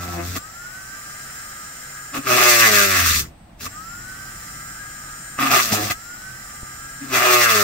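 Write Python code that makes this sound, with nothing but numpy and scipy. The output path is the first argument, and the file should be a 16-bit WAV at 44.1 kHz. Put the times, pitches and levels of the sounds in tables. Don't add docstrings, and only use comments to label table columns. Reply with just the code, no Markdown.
import sys
import numpy as np
from scipy import signal
from scipy.fft import rfft, irfft
from scipy.io import wavfile
from scipy.ndimage import uniform_filter1d

SR = 44100
rng = np.random.default_rng(int(sys.argv[2]) if len(sys.argv) > 2 else 0)


def waveform_to_disk(signal):
    frames = np.transpose(np.atleast_2d(signal))
    scaled = np.clip(frames, -1, 1) * 32767
    samples = np.round(scaled).astype(np.int16)
    wavfile.write(sys.argv[1], SR, samples)


N = 336483
T, HZ = np.arange(N) / SR, np.fft.rfftfreq(N, 1 / SR)

# time_s, turns_per_s
HELD = [(0, 88.2), (.1, 87.7), (.19, 85.6), (.28, 88), (.36, 91), (.39, 97.4), (2.25, 136), (2.31, 123.6),
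        (2.47, 121.9), (2.64, 113.9), (2.71, 104.8), (2.9, 96.2), (3.05, 84.8), (3.14, 80.4), (3.22, 70.1),
        (5.43, 135.2), (5.5, 133.8), (5.58, 129), (5.66, 117.2), (5.73, 106.8), (5.86, 103.6),
        (5.93, 105.5), (7.08, 136.3), (7.17, 123.3), (7.3, 123.8), (7.4, 120.6), (7.48, 115.1),
        (7.63, 99.5)]
# start_s, turns_per_s at start, end_s
RELEASES = [(.39, 97.4, 2.16), (3.61, 78.2, 5.36), (5.93, 105.5, 7.02)]
# start_s, end_s
STALL_S = (3.27, 3.61)
FULL_TURNS_PER_S, SPIN_UP_S = 137.5, .3

# time_s, grind_db, grit_over_grind_db, wobble_db, chatter_db, regular_share
CUTS = [
    [(0, -39.5, 2, -35.5, -48, 0.83), (.07, -41, -0.5, -35.5, -40.5, 0.6), (.15, -41, 2.5, -31, -43.5, 0.7),
     (.2, -35, -5, -32, -37, 0.8), (.27, -43.5, 6, -34.5, -44, 0.6), (.33, -40.5, 5.5, -37, -49.5, 0.3),
     (.375, -38.5, 7, -31, -41, 0.2)],
    [(2.19, -39.5, -10, -31.5, -45, 0.3), (2.23, -49, 0, -49, -54, .1),
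     (2.275, -25.5, 0.5, -40, -32.5, 0.26), (2.32, -19.5, -0.5, -35.5, -23, 0.5),
     (2.41, -16.5, -2.5, -41, -23.5, 0.08), (2.47, -15.5, -0.5, -42.5, -19.5, 0.97),
     (2.64, -13.5, -1.5, -38, -28, 0.88), (2.71, -17.5, 3.5, -36, -27, 0.57),
     (2.78, -14.5, -0.5, -32.5, -26.5, 0.74), (2.85, -18.5, 2.5, -36, -31.5, 0.58),
     (2.9, -20.5, 3.5, -31.5, -36, 0.9), (3.0, -18.5, 0, -35.5, -37.5, 0.34),
     (3.14, -22, 5.5, -34.5, -49.5, 0.15), (3.2, -27.5, 11.5, -35.5, -48, 0),
     (3.25, -47.5, 1, -40, -53, 0.14), (3.32, -66, -2, -52, -63, 0)],
    [(3.607, -44.5, 6, -52, -55, 0), (3.64, -42, 11, -48, -52, 0.02), (3.664, -34, 4, -41, -48, 0.12),
     (3.685, -53, -6, -52, -50, 0.13)],
    [(5.389, -28, -4.5, -43, -44, 0), (5.43, -23.5, -3, -32, -34.5, 0.01),
     (5.495, -27.5, -6, -40, -38, 0.07), (5.515, -20.5, 0.5, -32, -34, 0), (5.54, -17, -1, -39, -31, 0.15),
     (5.575, -22, 1.5, -42, -25, 0.03), (5.6, -18, 1, -46, -33, 0.46), (5.64, -31.5, 8, -45, -41, 0.25),
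     (5.712, -30, 2.5, -39, -36.5, 0.1), (5.725, -24, 9, -28, -34, 0.2), (5.79, -30.5, 4, -38, -29.5, 0.64),
     (5.86, -31.5, 8, -34, -37.5, 0), (5.89, -31, 2, -44, -48, 0.2)],
    [(7.02, -48, 1, -39.5, -46, 0.74), (7.08, -44, 0, -43.5, -59, 0.1), (7.14, -20, -0.5, -36.5, -24, 0.5),
     (7.22, -21, -4, -41, -28.5, 0), (7.27, -15, -2.5, -48, -20.5, 0.56), (7.4, -16.5, 1, -44, -23, 0.96),
     (7.48, -16.5, -3.5, -40, -28.5, 0.74), (7.55, -18.5, 3, -34.5, -28, 0.53),
     (7.63, -22, 2.5, -32, -29, 0.9)],
]
# start_s, length_s, grind_db, grit_over_grind_db, shake_db (wobble and chatter)
BRUSHES = [(0.361, 0.0076, -31.5, 3.5, -37), (2.145, 0.033, -31, -2, -36.5),
           (5.904, 0.011, -25.5, 2.5, -35.5)]
BITE_DB_PER_S, LIFT_DB_PER_S = 1198, 1098
# time_s, peak_db, ring_hz
JOLTS = [(0.371, -23.5, 1193), (2.271, -16, 1210), (3.665, -22, 1170), (5.389, -15.5, 1194),
         (5.537, -6.5, 1220), (5.725, -14, 238), (5.909, -18, 1990)]
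JOLT_RISE_S, JOLT_RING_OVER_PEAK_DB = 0.0021, -0.2
# centre_hz, width_hz, relative_db
PLATE = [(725, 49, 2.5), (1170, 163, 1.5), (1740, 100, 3), (2035, 24, 7.5), (2595, 140, 6.5),
         (3404, 100, 9)]
# freq_hz, relative_db_per_hz
GRIND = [(600, -4), (930, -19.5), (1180, -5), (2070, -3.5), (2850, -7.5), (3100, -16), (5200, -27)]
# freq_hz, relative_db_per_hz
GRIT = [(2500, -28), (3500, -5.5), (4200, -4), (6200, -2), (9200, -9.5), (10400, -15.5), (13800, -5),
        (15900, -11)]
# time_s, over_grind_db
DRUM = [(0, -3.5), (.13, 2), (.21, -5), (.32, -21), (.37, -8.5), (2.15, -5), (2.27, -13.5), (2.45, -9),
        (2.6, -23), (2.68, -12), (2.8, -29), (3.0, -18), (3.1, -37), (3.664, -16), (5.39, -8), (5.54, -5),
        (5.62, -14), (5.7, -23), (5.73, 0), (5.8, -6), (5.91, -6.5), (7.1, -9), (7.18, -6.5), (7.28, -7.5),
        (7.45, -22)]
# time_s, ring_db
RING = [(.3, -4), (2.3, 5.5), (2.55, -6.5), (2.75, -4.5), (5.5, 4.5), (5.7, -1.5), (7.15, 1.5), (7.35, -4),
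        (7.5, 3)]
RING_OFFSET_DB = -4.0
# time_s, even_over_odd_db
EVEN = [(0, 1.5), (.2, 23), (.28, -2.5), (2.17, 8), (2.3, -2), (2.645, -4), (2.69, 9), (2.85, 17.5),
        (3.0, 4), (3.14, -7), (5.43, 7), (5.58, -7), (5.73, 6.5), (5.8, -11.5), (7.02, 11), (7.1, 3),
        (7.17, -5), (7.4, -3.5), (7.55, 13)]
WOBBLE_EVEN_SHARE = 0.56
# freq_hz, gain_db
BLOCK = [(70, 3.5), (125, 1), (180, -7.5), (230, 1.5), (280, 4), (320, -7), (370, -4), (420, -3.5),
         (480, -11.5), (535, -12), (610, -4.5), (660, -6), (720, -8.5), (820, -23)]

# time_s, level_db
WHIRR = [(.44, -42), (1.3, -37.5), (3.6, -42.5), (4.4, -38.5), (5.9, -40.5), (6.95, -40)]
# freq_hz, relative_db_per_hz
WHIRR_COLOUR = [(200, -17), (450, -17.5), (1050, -21), (1240, -6), (2000, -7.5), (2250, -15.5),
                (3300, -17.5), (3620, -26), (4050, -14), (4500, -23), (4950, -11), (5500, -10.5),
                (6500, -15.5), (7150, -5.5), (7800, -15.5), (8600, -14.5), (9200, -23.5), (13000, -17)]
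# freq_hz, power_share
TICKS = [(6300, .12), (7100, .7), (8000, .25)]
# order_per_turn, full_speed_db, gain_db for each turn/s below full speed
MOTOR = [(0.993, -35.5, -0.0658), (9.01, -44.5, -0.1384), (9.86, -48.5, -0.26), (11.12, -50.5, -0.34),
         (11.95, -42, 0.03), (15.1, -53.5, 0.2231)]
# freq_hz, gain_db
HOUSING = [(1100, -20), (1210, -2), (1400, 0), (1750, -5)]
# shaft_orders beside the switching rate, full_speed_db, gain_db for each turn/s below full speed
WHINE = [(-6, -43.5, -0.1), (-3, -55, -0.0871), (3, -46, -0.13), (5, -57, -0.2054)]
SWITCH_HZ, SWITCH_STALLED_DB, SWITCH_MOVING_DROP_DB = 8014, -62.5, 8

# freq_hz, relative_db_per_hz
ROOM = [(250, -20), (750, -1), (1070, -9), (3500, -18.5), (9000, -31)]
ROOM_DB = -52.5
# freq_hz, relative_db_per_hz
RUMBLE = [(20, -14), (32, 1), (101, -4.5), (190, -5.5), (350, -12.5), (520, -75)]
# time_s, level_db
RUMBLE_LEVEL = [(2.5, -51), (3.4, -47.5), (4.5, -45.5), (5.5, -48.5)]
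# start_s, end_s, mean_hz, mean_peak_db
HUM = (3.6, 4.6, 100, -50)
# start_s, level_db before decay, pitch_hz, t60_s
KNOCKS = [(6.631, -13, 93, 0.0094)]

# freq_hz, left_over_right_db
TOOL_PAIR = [(380, 0), (2400, -0.5), (15000, 3.5)]
# freq_hz, left_over_right_db
PLATE_PAIR = [(100, 0.5), (290, 2), (640, -2), (3000, 0.5), (15000, 2.5)]
# freq_hz, share
DIRECT = [(60, 0.96), (200, 0.98), (550, 0.27), (5000, 0.064)]
LAG_S = 2 / SR
EDGE_HZ = 15790


def gain_of(db):
    return 10 ** (np.asarray(db) / 20)


def evened(x):
    return x / np.sqrt(np.mean(x ** 2) + 1e-20)


def read(points, hz):
    f, value = np.transpose(points)
    return np.interp(np.log(hz + 1), np.log(f + 1), value)


def over_time(points):
    return np.interp(T, *np.transpose(points))


def tinted(x, gain):
    return evened(irfft(rfft(x) * gain, N))


def drift(per_s):
    steps = rng.standard_normal(int(N / SR * per_s) + 2)
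    return np.interp(T * per_s, np.arange(len(steps)), steps)


def cosine(turns):
    return np.cos(2 * np.pi * turns)


def shaft():
    full_speed = [(end, FULL_TURNS_PER_S) for _, _, end in RELEASES]
    speed = over_time(sorted(HELD + full_speed))
    for start, turns_per_s, end in RELEASES:
        free = (T >= start) & (T < end)
        shortfall = (FULL_TURNS_PER_S - turns_per_s) * np.exp(-(T[free] - start) / SPIN_UP_S)
        speed[free] = FULL_TURNS_PER_S - shortfall
    outside_stall = (T < STALL_S[0]) | (T > STALL_S[1])
    moving = uniform_filter1d(1. * outside_stall, size=2600)
    return uniform_filter1d(speed, size=400), moving


def contact():
    touches = [np.transpose(cut) for cut in CUTS]
    for start, length, grind_db, grit_db, shake_db in BRUSHES:
        rows = [(at, grind_db, grit_db, shake_db, shake_db, 0) for at in (start, start + length)]
        touches.append(np.transpose(rows))
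    best = np.full((5, N), -1e9)
    for s, *columns in touches:
        apart_db = BITE_DB_PER_S * np.maximum(s[0] - T, 0) + LIFT_DB_PER_S * np.maximum(T - s[-1], 0)
        now = np.array([np.interp(T, s, c) for c in columns])
        now[[0, 2, 3]] -= apart_db
        best = np.where(now[0] > best[0], now, best)
    return best


def edge_knocks(turns):
    out = np.zeros(N)
    for k in range(7, 34):
        db = 2.5 * drift(14) + 3.5 * drift(45) - .6 * max(k - 20, 0)
        out += gain_of(db) * cosine(k * turns + .45 * rng.random() + .007 * k * drift(40))
    return out * gain_of(1.6 * drift(110))


def chip_scrape(turns):
    bite = .5 + np.exp(3 * (cosine(turns) - 1)) + .5 * np.exp(-3 * (cosine(turns) + 1))
    sizes = gain_of(2.87 * np.minimum(rng.exponential(1, N), 6))
    chips = sizes * (rng.random(N) < .12) * rng.standard_normal(N)
    noise = evened(chips) + 0.98 * rng.standard_normal(N)
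    return bite * noise * gain_of(1.88 * drift(30) + 0.74 * drift(60))


def jolts(body, rings):
    out = np.zeros(N)
    blow = irfft(body * np.exp(1j * np.angle(rings)), N)
    for at, db, hz in JOLTS:
        out += gain_of(db) * np.roll(blow, round(at * SR)) / abs(blow).max()
        u = np.clip(T - at, 0, 1) / JOLT_RISE_S
        ring = u * np.exp(1 - u) * np.sin(2 * np.pi * hz * (T - at))
        out += gain_of(db + JOLT_RING_OVER_PEAK_DB) * ring
    return out


def shake(speed, turns, wobble_db, chatter_db, regular):
    out = np.zeros(N)
    even_db = over_time(EVEN)
    rough = 0.71 * (1 - regular) ** 2
    for k in range(8):
        order = k + 1
        level_db, lean = (wobble_db, WOBBLE_EVEN_SHARE) if order <= 2 else (chatter_db, 1)
        db = level_db + (-1) ** order * lean * even_db / 2
        db = db + read(BLOCK, order * speed) + 2.0 * drift(7.9)
        loose = rough * (.25 if order == 1 else 1)
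        steady = np.sqrt(1 - loose) + np.sqrt(loose) * (drift(90) + 1j * drift(90))
        wave = steady * np.exp(2j * np.pi * (order * turns + rng.random()))
        out += np.sqrt(2) * gain_of(db) * wave.real
    return out


def bit(speed):
    grind_db, grit_db, wobble_db, chatter_db, regular = contact()
    regular = np.clip(regular, 0, 1)
    turns = np.cumsum(speed * (1 + 0.00198 * drift(60))) / SR

    rings = np.zeros(len(HZ), complex)
    for k, (hz, width_hz, db) in enumerate(PLATE):
        rings += (-1) ** k * gain_of(db) / (1 + 2j * (HZ - hz) / width_hz)
    body = gain_of(read(GRIND, HZ)) * (abs(rings) + 1.08)
    high = 1 / (1 + (1050 / (HZ + 1)) ** 16)
    low = (1 - high) / (1 + (640 / (HZ + 1)) ** 16)
    mode = 1 / (1 + (2 * (HZ - PLATE[1][0]) / 330) ** 4)

    knock, scrape = edge_knocks(turns), chip_scrape(turns)
    snap = np.diff(np.floor(turns), prepend=0) * gain_of(4.8 * drift(150))
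    grit = evened(scrape) + 0.064 * regular * evened(snap)
    out = gain_of(grind_db + grit_db) * tinted(grit, gain_of(read(GRIT, HZ)))

    ring_db = grind_db + RING_OFFSET_DB + over_time(RING)
    drum_db = grind_db + over_time(DRUM)
    for db, band in ((grind_db, high * (1 - mode)), (ring_db, high * mode), (drum_db, low)):
        knocked, scraped = tinted(knock, body * band), tinted(scrape, body * band)
        out += gain_of(db) * (np.sqrt(regular) * knocked + np.sqrt(1 - regular) * scraped)
    return out + jolts(body, rings) + shake(speed, turns, wobble_db, chatter_db, regular)


def room():
    hiss = gain_of(ROOM_DB) * tinted(rng.standard_normal(N), gain_of(read(ROOM, HZ)))
    rumble = tinted(rng.standard_normal(N), gain_of(read(RUMBLE, HZ)))
    rumble *= gain_of(over_time(RUMBLE_LEVEL))
    start, end, hz, db = HUM
    on = np.clip(10 * np.minimum(T - start, end - T), 0, 1)
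    hum_turns = np.cumsum(hz + 2 * drift(10)) / SR
    hum = on * gain_of(db + 2 * drift(20)) * np.sin(2 * np.pi * hum_turns)
    return hiss + rumble + hum


def each_turn(turns, size):
    pattern = rng.standard_normal(size)
    return np.interp(turns % 1 * size, np.arange(size + 1), np.append(pattern, pattern[0]))


def whirr(turns):
    colour = gain_of(read(WHIRR_COLOUR, HZ))
    ticks = tinted(each_turn(turns, size=300), colour)
    flutter = 1 + 0.96 * cosine(3 * turns) + 0.19 * cosine(turns)
    air = tinted(rng.standard_normal(N) * flutter, colour)
    share = read(TICKS, HZ)
    mixed = irfft(np.sqrt(share) * rfft(ticks) + np.sqrt(1 - share) * rfft(air), N)
    return mixed * gain_of(over_time(WHIRR) + 1.0 + 0.25 * drift(11))


def motor_tones(speed, turns, below):
    out = np.zeros(N)
    settled = np.clip(abs(T - STALL_S[1]) / 0.16, 0, 1) ** 2
    for order, db, db_per_turn in MOTOR:
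        radiated_db = db + read(HOUSING, order * speed) + db_per_turn * below
        flicker_db = 3 * drift(10) + 2 * drift(50)
        tone = cosine(order * turns + rng.random())
        out += np.sqrt(2) * settled * gain_of(radiated_db + flicker_db) * tone
    return out


def drive_whine(turns, moving, below):
    out = np.zeros(N)
    for order, db, db_per_turn in WHINE:
        level = gain_of(db + db_per_turn * below + drift(11))
        out += np.sqrt(2) * moving ** 4 * level * cosine(SWITCH_HZ * T + order * turns + rng.random())
    return out


def switching_tone(moving):
    db = SWITCH_STALLED_DB - SWITCH_MOVING_DROP_DB * moving + 1.6 * drift(29.3)
    return np.sqrt(2) * gain_of(db) * cosine(SWITCH_HZ * T + rng.random())


def motor(speed, moving):
    turns = np.cumsum(speed) / SR
    below = np.minimum(FULL_TURNS_PER_S - speed, 50)
    turning = whirr(turns) + motor_tones(speed, turns, below) + drive_whine(turns, moving, below)
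    return moving * turning + switching_tone(moving)


def knocks():
    out = np.zeros(N)
    for start, db, hz, t60 in KNOCKS:
        t = np.maximum(T - start, 0)
        out += gain_of(db - 60 * t / t60) * np.sin(2 * np.pi * hz * t)
    return out


def heard(near, balance, distance):
    hz = np.fft.rfftfreq(8192, 1 / SR)
    same = np.clip(read(DIRECT, hz), 0, 1) ** distance
    steps = rng.uniform(-np.pi, 0, 1600)
    phase = np.interp(hz / 32, np.arange(len(steps)), np.cumsum(steps))
    direct = np.sqrt((1 + same) / 2)
    side = np.sqrt((1 - same) / 2) * np.exp(1j * phase)
    late = np.exp(-2j * np.pi * hz * LAG_S)
    tilt = gain_of(read(balance, hz) / 2)
    paths = irfft([(direct + side) * tilt, (direct - side) * late / tilt])
    centred = np.fft.fftshift(paths, axes=1)
    return signal.oaconvolve(near[None], centred, axes=1)[:, 4096:4096 + N]


def scene():
    speed, moving = shaft()
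    plate = heard(bit(speed), PLATE_PAIR, distance=0.85)
    tool = heard(room() + motor(speed, moving) + knocks(), TOOL_PAIR, distance=0.91)
    return plate + tool


def record(dry):
    rounded = .97 * np.tanh(dry / .97)
    lowpass = signal.firwin(1023, EDGE_HZ, window=("kaiser", 9), fs=SR)
    return signal.oaconvolve(rounded, lowpass[None], "same")


dry = scene()
out = record(dry)
waveform_to_disk(out)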